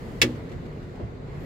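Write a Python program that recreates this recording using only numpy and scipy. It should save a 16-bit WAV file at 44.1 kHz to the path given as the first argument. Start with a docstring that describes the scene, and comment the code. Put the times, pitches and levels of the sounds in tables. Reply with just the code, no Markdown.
"""A spring latch snaps open in a closed cabin: sharp noise bursts and short decaying steel tones.
The seat frame and cabin boom after it, as slowly swelling low sines behind a dull knock.
The backrest of the motorised seat folds flat: soft low noise pulses with a few faint ticks.
Behind lie wavering hum tones, filtered cabin rumble and a hiss that thins out, then returns.
A thin whistle, a narrow noise band on a climbing pitch, rises at the end."""
import sys
import numpy as np
from scipy import signal
from scipy.fft import rfft, irfft
from scipy.io import wavfile
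from scipy.ndimage import uniform_filter1d

SR = 44100
rng = np.random.default_rng(int(sys.argv[2]) if len(sys.argv) > 2 else 0)


def to_wav(s):
    """Save 16-bit WAV."""
    ch = np.atleast_2d(s).T  # columns
    pcm = np.round(np.clip(ch, -1, 1) * 32767)  # PCM
    wavfile.write(sys.argv[1], SR, pcm.astype(np.int16))


N = 63945
T = np.arange(N) / SR
HZ = np.fft.rfftfreq(N, 1 / SR)

# All spectra are relative: noise() scales the result to an rms of one.
# Cabin rumble spectrum. Each row: frequency in Hz, density in dB per Hz.
RUMBLE_SPECTRUM = [(15, -47), (25, -8), (38, -4), (50, -3.5), (102, -3), (150, -3), (217, -7.5),
                   (354, -12.5), (451, -9), (531, -14.5), (754, -20), (1260, -25), (1600, -27.5),
                   (2000, -26.5), (2690, -36.5), (4490, -40), (5730, -49.5), (7510, -48.5), (8800, -63),
                   (16000, -84)]
# Rumble level ahead of the patches. 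Each row: time in seconds, level in dB.
RUMBLE_LEVEL = [(0, -37), (.35, -35.5), (.7, -38), (.92, -37.5), (1.2, -39.5), (1.45, -35)]
# Left-right likeness of all noise, ahead of the side arrival. Each row: frequency in Hz, coherence.
EAR_COHERENCE = [(60, .84), (150, .9), (380, 0.74), (950, -0.081), (1500, -0.056), (2400, 0.089),
                 (15000, -0.016)]
# Hiss spectrum. Each row: frequency in Hz, density in dB per Hz.
HISS_SPECTRUM = [(500, 0), (2000, 4.5), (4300, -6.5), (7500, -9), (9000, -13.5), (12000, -11), (16000, -18)]
# Hiss level. Each row: time in seconds, level in dB.
HISS_LEVEL = [(0, -55.5), (.12, -55), (.3, -56.5), (.5, -63.5), (.9, -65), (1.2, -71.5), (1.45, -59.5)]
# Hum tones. Each row: mean frequency in Hz, rms level in dB.
HUM_TONES = [(113, -50), (145, -47), (243, -55), (262, -52.5), (355, -53), (450, -57.5), (2840, -80.5)]
# Whistle course. Each row: time in seconds, centre frequency in Hz, level in dB.
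WHISTLE_COURSE = [(1.26, 9360, -94), (1.33, 10400, -84), (1.40, 11700, -73), (1.45, 12100, -65)]
# Soft blows on the upholstery. Each row: start in seconds, level in dB, swell in seconds, t60 in seconds.
THUDS = [(0.218, -29.5, 0.0096, 0.36), (0.51, -40, 0.014, 0.2), (0.992, -32.5, 0.0094, 0.24)]
# Thud spectrum. Each row: frequency in Hz, density in dB per Hz.
THUD_SPECTRUM = [(30, -19), (60, -4), (105, 0), (190, -2.5), (330, 0), (500, -8), (800, -14), (1500, -26),
                 (4000, -43), (16000, -80)]
# Deep heaves of the backrest. Each row: start in seconds, level in dB, swell in seconds, t60 in seconds.
HEAVES = [(0.217, -32.5, 0.013, 0.13), (0.519, -32, 0.047, 0.11), (1.015, -30, 0.021, 0.21)]
# Heave spectrum. Each row: frequency in Hz, density in dB per Hz.
HEAVE_SPECTRUM = [(20, -32), (45, -12), (80, -3.5), (115, -4.5), (170, -18), (400, -53), (2000, -89)]
# Hinge and trim ticks. 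Each row: start in seconds, level in dB.
TICKS = [(0.352, -54), (0.491, -53), (0.515, -50.5), (0.654, -55), (0.825, -56), (0.952, -55), (1.272, -64),
         (1.347, -61)]
# Tick spectrum. Each row: frequency in Hz, density in dB per Hz.
TICK_SPECTRUM = [(300, -10), (1200, 7), (2700, 7), (5000, -3), (7500, -5.5), (10000, -16.5), (16000, -21)]
# Spectrum of the first knock. Each row: frequency in Hz, density in dB per Hz.
KNOCK_SPECTRUM = [(40, -22), (110, -0.5), (200, -7.5), (380, 2), (520, -2), (700, -19), (1250, -5.5),
                  (1700, -20), (6000, -62)]
# Modes of frame and cabin. Each row: frequency in Hz, level in dB, t60 in seconds, swell in seconds.
BOOM_MODES = [(118.6, -26, 0.51, 0.044), (241.7, -27.5, 0.46, .034), (306, -26.5, 0.42, 0.033),
              (357.6, -24.5, 0.13, 0.034), (456.4, -27.5, 0.17, 0.019), (547.2, -32.5, 0.33, .014)]
# Latch blows. Each row: start in seconds, level in dB ahead of CLATTER_GAIN_DB.
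LATCH_BLOWS = [(0.2156, -5.5), (0.2163, -0.5), (0.221, -5.5)]
# Clatter spectrum. Each row: frequency in Hz, density in dB per Hz.
CLATTER_SPECTRUM = [(240, -21), (400, -4), (700, -20.5), (1100, -11), (1500, -7.5), (2000, 6), (2800, 3),
                    (3600, 3), (4900, -3), (6100, -8), (7600, -10), (8800, -16.5), (16000, -20)]
# Clatter decay. Each row: frequency in Hz, t60 in seconds.
CLATTER_DECAY = [(500, 0.15), (1500, 0.09), (3500, 0.065), (7000, 0.069), (14000, 0.067)]
# Clatter lean. Each row: frequency in Hz, left minus right in dB.
CLATTER_LEAN = [(600, 2), (1300, -4), (2400, -0.5), (4400, 0.5), (8000, 8.5), (14000, -3)]
# Steel modes. Each row: frequency in Hz, level in dB ahead of STEEL_GAIN_DB, t60 in seconds,
# left minus right in dB.
STEEL_MODES = [(856, -31, .17, -11), (1692, -26, .12, -1), (1778, -21, .1, -10), (1960, -22, .085, -15),
               (2233, -20, .08, -2), (2638, -19, .085, -11), (2840, -20, .095, -8), (3413, -18, .08, 9),
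               (4660, -26, .07, 11), (5286, -17, .07, 3), (5895, -24, .06, 10), (6610, -24, .075, 14),
               (7350, -32, .065, -1), (9405, -37, .1, 2)]

SIDE_SHARE, SIDE_LAG_S = 0.13, 0.000426
PATCH_RMS_DB = 1.5
HUM_WANDER_RMS_HZ, HUM_WANDER_RATE_HZ = 2.87, 7.34
HUM_FLUTTER_RMS, HUM_FLUTTER_RATE_HZ = 0.48, 9.3
WHISTLE_WIDTH_HZ = 380
TICK_RISE_S, TICK_T60_S = 0.004, 0.11
KNOCK_DB, KNOCK_RISE_S, KNOCK_T60_S = -22.5, 0.0022, 0.11
BOOM_START_S, BOOM_LEFT_LAG_S = 0.2175, 0.00006
CLATTER_GAIN_DB, CLATTER_RISE_S = -10.5, 0.00081
TAIL_DB, TAIL_T60_S = -33, 0.39  # level relative to the clatter
STEEL_GAIN_DB, STEEL_RISE_S = -2, 0.003
CEILING, BAND_EDGE_HZ = 0.77, 16300


def amp(db):
    """Decibels to gain."""
    return 10 ** (np.asarray(db) / 20)


def unit(x):
    """Scales to an rms of one."""
    return x / np.sqrt(np.mean(x ** 2) + 1e-20)


def by_hz(points, hz):
    """Reads a table on a log-frequency axis."""
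    f, value = np.transpose(points)
    return np.interp(np.log(hz + 1), np.log(f + 1), value)


def by_time(points, axis=1):
    """Reads one column of a control curve at every sample."""
    columns = np.transpose(points)
    return np.interp(T, columns[0], columns[axis])


def fade(t, t60):
    """Exponential decay from time zero, 60 dB in t60."""
    return np.exp(-np.log(1000) * np.maximum(t, 0) / t60)


def strike(start, rise, t60):
    """Envelope that swells linearly from the start, then dies away."""
    swell = np.clip((T - start) / rise, 0, 1)
    return swell * fade(T - start - rise, t60)


def drift(rate_hz):
    """Random motion of rms one, low-passed by a Gaussian of the given width."""
    lowpass = np.exp(-(HZ / rate_hz) ** 2)
    return unit(irfft(rfft(rng.standard_normal(N)) * lowpass, N))


def noise(spectrum):
    """Coloured stereo noise: alike in both ears in the bass, else diffuse with a part from the right."""
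    left, other = rfft(rng.standard_normal((2, N)))
    same = np.clip(by_hz(EAR_COHERENCE, HZ), -1, 1)
    from_right = np.clip(SIDE_SHARE, 0, 1) * np.exp(2j * np.pi * HZ * SIDE_LAG_S)
    same = same + (1 - abs(same)) * from_right
    right = same * left + np.sqrt(np.maximum(1 - abs(same) ** 2, 0)) * other
    return unit(irfft(np.array([left, right]) * amp(by_hz(spectrum, HZ)), N))


def cabin():
    """Low rumble with patches drifting over time and frequency, and a soft hiss above it."""
    z = signal.stft(noise(RUMBLE_SPECTRUM), nperseg=1024)[2]
    patches = rng.standard_normal(z.shape[1:])
    patches = uniform_filter1d(patches, size=10, axis=0)  # across frequency
    patches = unit(uniform_filter1d(patches, size=5, axis=1))  # across time
    rumble = signal.istft(z * amp(PATCH_RMS_DB * patches), nperseg=1024)[1][:, :N]
    hiss = noise(HISS_SPECTRUM) * amp(by_time(HISS_LEVEL))
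    return rumble * amp(by_time(RUMBLE_LEVEL)) + hiss


def hum():
    """Low machine tones and a faint higher one, each wavering in pitch and strength."""
    out = np.zeros(N)
    for hz, db in HUM_TONES:
        pitch_hz = hz + HUM_WANDER_RMS_HZ * drift(HUM_WANDER_RATE_HZ)
        turns = np.cumsum(pitch_hz) / SR + rng.random()
        flutter = 1 + HUM_FLUTTER_RMS * drift(HUM_FLUTTER_RATE_HZ)
        out += amp(db) * unit(flutter * np.sin(2 * np.pi * turns))
    return out


def whistle():
    """Two slow noises per ear modulate a climbing carrier: a thin, fuzzy, growing whistle."""
    angle = 2 * np.pi * np.cumsum(by_time(WHISTLE_COURSE)) / SR
    ears = []
    for _ in range(2):
        in_phase = drift(WHISTLE_WIDTH_HZ) * np.cos(angle)
        quadrature = drift(WHISTLE_WIDTH_HZ) * np.sin(angle)
        ears.append(in_phase + quadrature)
    started = T > WHISTLE_COURSE[0][0]
    return unit(np.array(ears)) * amp(by_time(WHISTLE_COURSE, axis=2)) * started


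def pulses(rows):
    """Sums the envelopes of a table of soft blows."""
    return sum(amp(db) * strike(start, swell, t60) for start, db, swell, t60 in rows)


def backrest():
    """Padded thuds and deep heaves as the backrest is freed, swings and lands, with small ticks."""
    ticks = sum(amp(db) * strike(start, TICK_RISE_S, TICK_T60_S) for start, db in TICKS)
    soft = pulses(THUDS) * noise(THUD_SPECTRUM) + pulses(HEAVES) * noise(HEAVE_SPECTRUM)
    return soft + ticks * noise(TICK_SPECTRUM)


def boom():
    """A dull knock as the latch lets go; low modes of frame and cabin then swell and ring on."""
    t = np.array([T - BOOM_LEFT_LAG_S, T]) - BOOM_START_S
    out = amp(KNOCK_DB) * strike(BOOM_START_S, KNOCK_RISE_S, KNOCK_T60_S) * noise(KNOCK_SPECTRUM)
    for hz, db, t60, swell in BOOM_MODES:
        out += amp(db) * strike(BOOM_START_S, swell, t60) * np.sin(2 * np.pi * hz * t)
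    return out


def latch_clatter():
    """Dense cabin reflections smear each blow into a crack with a faint tail."""
    crack = np.zeros((2, N))
    for start, db in LATCH_BLOWS:
        hz, t, z = signal.stft(noise(CLATTER_SPECTRUM), SR, nperseg=128)
        decay = fade(t - start, by_hz(CLATTER_DECAY, hz)[:, None])
        tail = amp(TAIL_DB) * fade(t - start, TAIL_T60_S)
        clatter = signal.istft(z * (decay + tail), SR, nperseg=128)[1][:, :N]
        onset = np.clip((T - start) / CLATTER_RISE_S, 0, 1)
        crack += amp(db + CLATTER_GAIN_DB) * clatter * onset
    half_lean_db = by_hz(CLATTER_LEAN, HZ) / 2
    return irfft(rfft(crack) * amp([half_lean_db, -half_lean_db]), N)


def latch_steel():
    """The first blow rings the steel: decaying sines, each with its own pan and random phases."""
    out = np.zeros((2, N))
    for hz, db, t60, pan_db in STEEL_MODES:
        pan = unit(amp([[pan_db], [0]]))
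        ring = pan * np.sin(2 * np.pi * (hz * T + rng.random((2, 1))))
        out += amp(STEEL_GAIN_DB + db) * strike(LATCH_BLOWS[0][0], STEEL_RISE_S, t60) * ring
    return out


def latch():
    """Quick blows: clatter plus ringing steel."""
    return latch_clatter() + latch_steel()


def scene():
    """All sounds in the cabin."""
    return cabin() + hum() + whistle() + backrest() + boom() + latch()


def record(dry):
    """Rounds off the highest peaks smoothly, then low-passes."""
    rounded = dry / (1 + (dry / CEILING) ** 6) ** (1 / 6)
    lowpass = signal.firwin(255, BAND_EDGE_HZ, window=("kaiser", 9), fs=SR)
    return signal.oaconvolve(rounded, lowpass[None], "same")


dry = scene()
out = record(dry)
to_wav(out)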